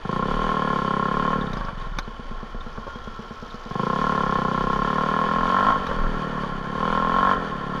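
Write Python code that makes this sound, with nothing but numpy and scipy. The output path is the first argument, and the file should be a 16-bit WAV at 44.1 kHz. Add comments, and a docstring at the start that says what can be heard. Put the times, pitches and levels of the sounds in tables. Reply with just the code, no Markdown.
"""A dirt bike on a forest trail

From the rider's helmet we hear a one-cylinder four-stroke engine pull, drop to a lumpy idle, then pull
twice more. Each firing thumps down the exhaust pipe and barks in the silencer. The engine clatters,
bumps knock the frame, gears whine, tyres crush leaves and slow air buffets the microphone."""
import sys
import numpy as np
from scipy import signal
from scipy.fft import rfft, irfft
from scipy.io import wavfile
from scipy.ndimage import uniform_filter1d

SR = 44100
rng = np.random.default_rng(int(sys.argv[2]) if len(sys.argv) > 2 else 0)


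def file_out(sig):
    """Save sig as 16-bit WAV at sys.argv[1]."""
    # one column per channel
    cols = np.atleast_2d(sig).T
    # limit, then scale
    lim = np.clip(cols, -1, 1)
    pcm = np.round(lim * 32767).astype(np.int16)
    wavfile.write(sys.argv[1], SR, pcm)


N = 343980
RING = 4096  # samples in one short ringing sound
IDLE_HZ, MID_HZ = 18.5, 38  # firings a second: the top of idle, and mid speed
# Each time the rider opens the throttle: open_s, shut_s, extra_bark_db, thump_after_shut_db
PULLS = [(-0.03, 1.331, 0, 4.5), (3.647, 5.712, 2, -6), (6.723, 7.324, 1.5, -3)]


def undb(db):
    """Turn decibels into a gain."""
    return 10 ** (np.asarray(db) / 20)


def unit(x):
    """Scale a sound to an average power of 1."""
    return x / np.sqrt(np.mean(x ** 2))


def curves(table):
    """Join rows that start with a time into curves, one value per sample."""
    s, *columns = np.transpose(table)
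    return [np.interp(np.arange(N) / SR, s, c) for c in columns]


def response(points, stretch=1):
    """A click of energy 1 with the tone of (pitch_hz, level_db) points; stretch raises its pitch."""
    hz, db = np.transpose(points)
    f = np.maximum(np.arange(RING // 2 + 1) * SR / RING, 1)
    gains = undb(np.interp(np.log(f), np.log(hz * stretch), db))
    cepstrum = irfft(np.log(gains))
    cepstrum[1:RING // 2] *= 2  # this fold packs the energy at the start
    cepstrum[RING // 2 + 1:] = 0
    h = irfft(np.exp(rfft(cepstrum)))
    return h / np.linalg.norm(h)


def ring(modes):
    """Fading tones from (pitch_hz, width_hz, level_db) rows; wider ones die sooner."""
    t = np.arange(RING) / SR
    h = sum(undb(db) * width * np.exp(-np.pi * width * t) * np.sin(2 * np.pi * hz * t)
            for hz, width, db in modes)
    return h / np.linalg.norm(h)


def through(x, h):
    """Let the sound x set off the ringing h."""
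    return signal.oaconvolve(x, h)[:len(x)]


def soften(x, hz):
    """Dull a sound by turning down the treble above hz."""
    return signal.sosfilt(signal.butter(2, min(hz, SR / 4), fs=SR, output="sos"), x)


def walk(rate):
    """A random drift of size about 1, with rate turns a second."""
    size = int(SR / rate)
    steps = np.repeat(rng.standard_normal(N // size + 1), size)
    return unit(uniform_filter1d(steps, size)[:N])


def add(out, at, sound):
    """Mix a sound in, starting at a sample."""
    out[at:at + len(sound)] += sound[:max(N - at, 0)]


def burst(decay_s):
    """A dying puff of noise."""
    return rng.standard_normal(RING) * np.exp(-np.arange(RING) / SR / decay_s)


def wrist(open_s=0.13, shut_s=0.031, twist_db=3, twist_s=0.23):
    """The rider opens the throttle (0 to 1), swells the bark with a last twist, then snaps it shut."""
    t = np.arange(N) / SR
    opening, extra_db = np.zeros(N), np.zeros(N)
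    for opens, shuts, db, _ in PULLS:
        grip = np.clip((t - opens) / open_s, 0, 1) * np.clip(1 - (t - shuts) / shut_s, 0, 1)
        opening += grip
        extra_db += grip * (db + twist_db * np.exp(-((t - shuts) / twist_s) ** 2))
    return opening, extra_db


def loudness(law, hz, opening):
    """A level in dB that follows engine speed; the throttle blends from coasting to pulling."""
    coasting, pulling = (db + slope * np.log2(hz / MID_HZ) for db, slope in law)
    return coasting + opening * (pulling - coasting)


def rev_dip(hz):
    """The bark dips a little while the engine gains speed, in dB."""
    octaves_per_s = uniform_filter1d(np.gradient(np.log2(hz)) * SR, size=SR // 10)
    return -0.97 * np.clip(octaves_per_s, 0, 2)


def down_pipe(h, reflection, echo_s):
    """The open end of a pipe sends each pulse back upside down."""
    h = h - reflection * np.pad(h, (int(echo_s * SR), 0))[:len(h)]
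    return h / np.linalg.norm(h)


def exhaust(firings, hz, db, throttle, stumble_s=2.86, miss_db=-17, scatter_db=0.37, lag_s=0.00029):
    """Each firing thumps down the pipe: shorter at speed, duller with the throttle shut."""
    # The tone of one puff from the exhaust valve: pitch_hz, level_db
    puff_tone = [(30, -15), (70, -6.5), (102, -18), (135, 1), (195, 3), (235, 3.5), (290, 3), (380, 3),
                 (470, -5), (570, -5), (700, -20.5), (1000, -6), (1400, -16), (2100, -52)]
    out = np.zeros(N)
    for k, (at, chance) in enumerate(zip(firings, rng.standard_normal(len(firings)))):
        if hz[at] < IDLE_HZ:
            # every second firing all but fails; the pattern slips once, at the stumble
            missed = (k + int(at / SR > stumble_s)) % 2
            thump = idle_putt(chance) * undb(miss_db * missed)
        else:
            speed = max(hz[at], 26 * throttle[at]) / 36  # an open throttle limits the puff's length
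            shut = 1 - throttle[at]
            stretch = speed ** (0.29 + 0.39 * shut) * (1 - 0.1 * shut)
            puff = soften(response(puff_tone, stretch), 470 * speed + 2200 * throttle[at] ** 2)
            # hotter gas at speed brings the echo back sooner
            thump = down_pipe(puff, reflection=0.87, echo_s=0.003114 / speed ** 0.19)
        gain = np.sqrt(SR / hz[at]) * undb(db[at] + scatter_db * chance)
        add(out, at + int(lag_s * SR), thump * gain)  # just behind the bark
    # the exhaust chamber delays the lows, so each pop sweeps downward
    return out - 2 * signal.lfilter(*signal.iirpeak(230, 1, fs=SR), out)


def bark(firings, hz, cycle, db, push_db, throttle, scatter_db=1.4, jitter_s=0.00005):
    """With the throttle open, each firing strikes the silencer and a rush of gas follows."""
    # The silencer's ringing tones: pitch_hz, width_hz, level_db
    silencer_tones = [(1084, 27.2, 4.5), (1335, 40, -3.5), (1367, 65, -13.5), (1676, 13, -21),
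                      (3060, 59, -22.5), (3290, 120, -23.5)]
    # The tone of rushing gas: pitch_hz, level_db
    gas_tone = [(120, -25), (200, -25.5), (330, -26.5), (490, -22.5), (640, -28), (900, -7.5),
                (1000, -14.5), (1075, -15), (1200, -9), (1345, 5.5), (1540, -22), (1680, 1.5), (1850, -5),
                (2050, -35), (4000, -61)]

    def piped(pitch_hz, width_hz):
        """One softened tone with its echo in the pipe."""
        return down_pipe(soften(ring([(pitch_hz, width_hz, 0)]), 1500), reflection=0.48, echo_s=0.003367)

    strength, lateness = rng.standard_normal((len(firings), 2)).T
    starts = np.clip(firings + np.round(lateness * jitter_s * SR).astype(int), 0, N - 1)
    blows = np.zeros(N)
    blows[starts] = np.sqrt(SR / hz[firings]) * undb(scatter_db * strength)
    drive = undb(db - 1)
    blows *= -throttle * drive
    lowest, *upper = (undb(level) * piped(pitch, width) for pitch, width, level in silencer_tones)
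    # faster blows are sharper and ring the upper tones more
    out = through(blows, lowest) + through(blows * hz / MID_HZ, sum(upper))
    # a hard push sharpens the front of each bark
    out += through(blows * undb(-10 + 1.2 * push_db), piped(1190, 230))
    pulsing = unit(0.15 + np.exp(-cycle / 0.28))  # some gas still flows between firings
    rush = rng.standard_normal(N) * pulsing * undb(-6) * np.sqrt(throttle) * drive
    return out + soften(through(rush, response(gas_tone)), 5200)


def forest(x, echo_db=-6, decay_s=0.053, delay_s=0.00489):
    """Ground, trunks and the rider's body scatter each pulse into a short, dull tail."""
    tail = soften(np.pad(burst(decay_s), (int(delay_s * SR), 0)), 2700)
    # low sounds pass round the trunks
    tail = signal.sosfilt(signal.butter(4, 290, "high", fs=SR, output="sos"), tail)
    return x + through(x, tail) * undb(echo_db) / np.sqrt(decay_s * SR / 2)


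def clatter(cycles, bark_db, clatter_db, throttle, grain_db=1.0, flicker_db=0.94):
    """Valves, gears and chain make many tiny taps that ring the engine's casing and cooling fins."""
    # The tone of the casing: pitch_hz, level_db
    casing_tone = [(60, -12), (150, -2), (310, -8), (490, -3), (660, -4.5), (980, -3), (1075, 12.5),
                   (1200, -8.5), (1360, 6), (1560, -8), (1700, -4.5), (1850, -6), (2100, -29), (3500, -55)]
    # The brighter tone of the fins: pitch_hz, level_db
    fin_tone = [(1200, 4), (2000, -4), (2390, -2), (2760, -10), (2930, -2.5), (3050, 3.5), (3170, -1),
                (3330, -0.5), (3550, -6), (3900, -11), (4300, -13.5), (4510, -5.5), (4800, -15.5),
                (6750, -20.5), (7800, -32.5), (9600, -28.5), (15000, -53)]
    bunch = 1 + 0.092 * np.cos(2 * np.pi * 2 * cycles - 1.5)  # the crank turns twice per firing
    casing_taps, fin_taps = (
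        unit(rng.standard_normal(N) * bunch * undb(grain_db * walk(500) + flicker_db * walk(25)))
        for _ in range(2))
    share = np.sqrt(1 - 0.97 * throttle)  # the casing fades as the throttle opens
    casing = through(casing_taps * share * undb(bark_db - 1), response(casing_tone))
    fins = through(fin_taps * undb(clatter_db + 2), response(fin_tone))
    return soften(casing, 7800) + fins


def wind(flutter_hz=28, breeze_db=-39.5, sway_db=-2.5, eddy_db=-9):
    """Air hits the microphone: a swaying breeze, and gusts that swell into a low, wandering flutter."""
    # Gusts of air: middle_s, length_s, level_db
    gust_list = [(0.368, 0.19, -30), (1.54, 0.35, -32), (1.926, 0.29, -30.5), (2.326, 0.11, -31),
                 (2.59, 0.1, -27), (4.734, 0.22, -30.5), (5.422, 0.086, -31), (6.045, 0.17, -23)]
    # The tone of the wind's rumble: pitch_hz, level_db
    rumble_tone = [(10, -9), (20, 1), (28, 5), (37, -10.5), (60, -8), (110, -22), (300, -79.5)]
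    t = np.arange(N) / SR
    gusts = np.sqrt(sum(undb(db) ** 2 * np.exp(-(2 * (t - s) / length) ** 2)
                        for s, length, db in gust_list))
    breeze = undb(breeze_db + sway_db * walk(4))
    pitch_hz = flutter_hz * (1 + 0.131 * walk(30))
    flutter = np.sqrt(2) * np.sin(2 * np.pi * np.cumsum(pitch_hz) / SR)
    rumble = through(rng.standard_normal(N), response(rumble_tone))
    return gusts * flutter + rumble * np.hypot(breeze, gusts * undb(eddy_db))


def run_on(fade_s=0.23):
    """Fuel left after the throttle shuts makes the thump briefly louder or softer, in dB."""
    t = np.arange(N) / SR
    return sum(db * (t > shuts) * np.exp(-((t - shuts) / fade_s) ** 2) for _, shuts, _, db in PULLS)


def knocks():
    """Bumps and chain snatches ring the frame, hard ones with a crack on top; the slack chain clinks on its
    guide."""
    # Hits on the frame: bumps in the trail, and from 1.57 to 1.69 s the chain snatching on each firing:
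    # start_s, level_db, treble_db, sharpness_hz
    hits = [(1.532, -21, -2.5, 885), (1.57, -17.5, -14, 1300), (1.61, -17.5, -16, 1300),
            (1.65, -25, -8, 1300), (1.685, -17, -32, 1290), (1.986, -24, 12.5, 2600),
            (2.145, -30, -20, 1500), (2.776, -23, -30, 1500), (2.868, -20.5, -26, 625),
            (2.879, -23, -26, 524), (5.867, -18.5, -4, 2500), (5.891, -17.5, -21, 500),
            (5.913, -11.5, -29, 800), (5.987, -17, -25, 750), (6.038, -18, -27, 1200),
            (6.436, -14.5, -28, 1110)]
    # The frame's ringing tones: pitch_hz, width_hz, level_db
    frame_tones = [(570, 23, 10), (657, 14, 4.5), (840, 28, -5), (920, 14, 14), (1136, 26, 18),
                   (1230, 35, -1), (1550, 63, 10.5), (1660, 37, -1.5), (2370, 51, -4)]
    # The tone of a hard hit: pitch_hz, level_db
    crack_tone = [(500, -8), (1600, 0.5), (1950, -12), (2300, -8), (2900, -24), (3700, -5.5), (4400, -15.5),
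                  (5200, -15), (6300, -18), (7500, -47), (12000, -34), (15000, -53)]
    # Slaps of the chain: start_s, level_db, pitch_hz
    chain_slaps = [(1.411, -28, 3550), (1.468, -31, 3620), (1.532, -42, 3700), (1.57, -37, 5000),
                   (1.647, -39, 5060), (1.78, -37, 3620), (1.81, -36, 3680), (1.859, -38, 3700),
                   (1.926, -42, 3650), (2.029, -39, 4100), (2.605, -33.5, 3600), (3.502, -36, 3680),
                   (5.872, -31, 3840)]
    out = np.zeros(N)
    for s, db, treble_db, sharpness_hz in hits:
        body = soften(ring(frame_tones), sharpness_hz)
        crack = through(burst(decay_s=0.0063), response(crack_tone))
        add(out, int(s * SR), body / abs(body).max() * undb(db))
        add(out, int(s * SR), crack / abs(crack).max() * undb(db + treble_db - 2))
    for s, db, hz in chain_slaps:
        slap = soften(through(burst(decay_s=0.0086), ring([(hz, 180, 0)])), 5000)
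        add(out, int(s * SR), slap / abs(slap).max() * undb(db - 4))
    return out


def idle_putt(chance, detune=0.016, scatter_db=-1.2):
    """One idle firing rings the pipe; uneven burning shifts its pitch and level."""
    # The pipe's ringing tones at idle: pitch_hz, width_hz, level_db
    pipe_tones = [(154, 17, -9.5), (227, 25, 1.5), (410, 58, -11), (471, 19, -4.5), (616, 97, -13),
                  (806, 85, -13)]
    putt = ring([(hz * (1 + detune * chance), width, db) for hz, width, db in pipe_tones])
    return soften(putt, 510) * np.sqrt(2) * undb(scatter_db * chance)


def tyres(grain_db=4):
    """Dry leaves crackle under the knobbly tyres."""
    # How loud the leaves are: time_s, level_db
    leaf_levels = [(0, -72), (2.4, -61), (2.9, -56), (3.5, -55), (4.0, -50.5), (5.0, -53), (7.8, -75)]
    # Their tone: pitch_hz, level_db
    leaf_tone = [(2000, -5.5), (4000, -1), (5400, -3), (6800, -11.5), (8000, -26.5), (11000, -30.5),
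                 (15000, -26)]
    db, = curves(leaf_levels)
    crackle = unit(rng.standard_normal(N) * undb(grain_db * walk(900)))
    return through(crackle * undb(db), response(leaf_tone))


def whine(table, width_hz):
    """A rough tone that follows (time_s, pitch_hz, level_db) rows and is silent outside them."""
    hz, db = curves(table)
    t = np.arange(N) / SR
    phase = 2 * np.pi * np.cumsum(hz) / SR
    sounding = (t > table[0][0]) & (t < table[-1][0])
    return sounding * undb(db) * (walk(width_hz) * np.cos(phase) + walk(width_hz) * np.sin(phase))


def rolling():
    """As the bike rolls at idle, the gears whine lower as it slows and a brake pad sings faintly."""
    # The gears' whine: time_s, pitch_hz, level_db
    gears = [(2.45, 1450, -67), (2.65, 1437, -53), (2.93, 1408, -47), (3.3, 1314, -51), (3.55, 1308, -46.5),
             (3.7, 1310, -58)]
    # The brake pad's note: time_s, pitch_hz, level_db
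    brake = [(2.8, 3240, -68), (2.92, 3230, -55), (3.2, 3350, -65), (3.55, 3280, -73)]
    return whine(gears, width_hz=70) + whine(brake, width_hz=35)


def scene(idle_thump_db=-39, coast_flow=0.15):
    """Engine speed times the firings and sets their level; the throttle turns a burble into a bark."""
    # Engine speed: time_s, firings_per_s
    speed = [(0.0, 17.54), (0.12, 28.66), (0.44, 40.99), (0.81, 33.67), (1.03, 33.77), (1.35, 38.71),
             (1.66, 23.96), (2.08, 17.04), (3.64, 17.08), (4.02, 38.21), (4.43, 30.98), (4.76, 33.3),
             (4.86, 36.26), (5.43, 42.5), (5.64, 49.85), (5.71, 56.98), (5.87, 41.09), (6.24, 38.29),
             (6.62, 32.7), (6.84, 40.85), (7.04, 41.32), (7.31, 48.92), (7.57, 34.5), (7.8, 37.39)]
    # Loudness of thump, bark and clatter, coasting then pulling: mid_speed_db, db_per_speed_doubling
    thump_law = [(-31, 11.5), (-27.5, -1.5)]
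    bark_law = [(-30.5, 8.47), (-32, 7.5)]
    clatter_law = [(-41.5, 6.46), (-38, 5.9)]
    hz, = curves(speed)
    opening, extra_db = wrist()
    # some gas gets past even a shut throttle
    throttle = np.clip(opening + (1 - opening) * coast_flow * (hz / MID_HZ) ** 2, 0, 1)
    thump_db = np.where(hz < IDLE_HZ, idle_thump_db, loudness(thump_law, hz, opening) + run_on())
    push_db = extra_db + opening * rev_dip(hz)
    bark_db = loudness(bark_law, hz, opening) + push_db
    clatter_db = loudness(clatter_law, hz, opening)
    cycles = np.cumsum(hz) / SR
    firings = np.flatnonzero(np.diff(np.floor(cycles))) + 1  # one at each whole cycle
    thumps = exhaust(firings, hz, thump_db, throttle)
    barks = bark(firings, hz, cycles % 1, bark_db, push_db, throttle)
    engine = forest(thumps + barks) + clatter(cycles, bark_db, clatter_db, throttle)
    return (engine + knocks() + rolling() + tyres() + wind())[None]


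def record(dry, top_hz=14500):
    """The helmet camera cuts the highest treble."""
    return signal.sosfilt(signal.ellip(8, 0.2, 70, top_hz, fs=SR, output="sos"), dry)


dry = scene()
out = record(dry)
file_out(out)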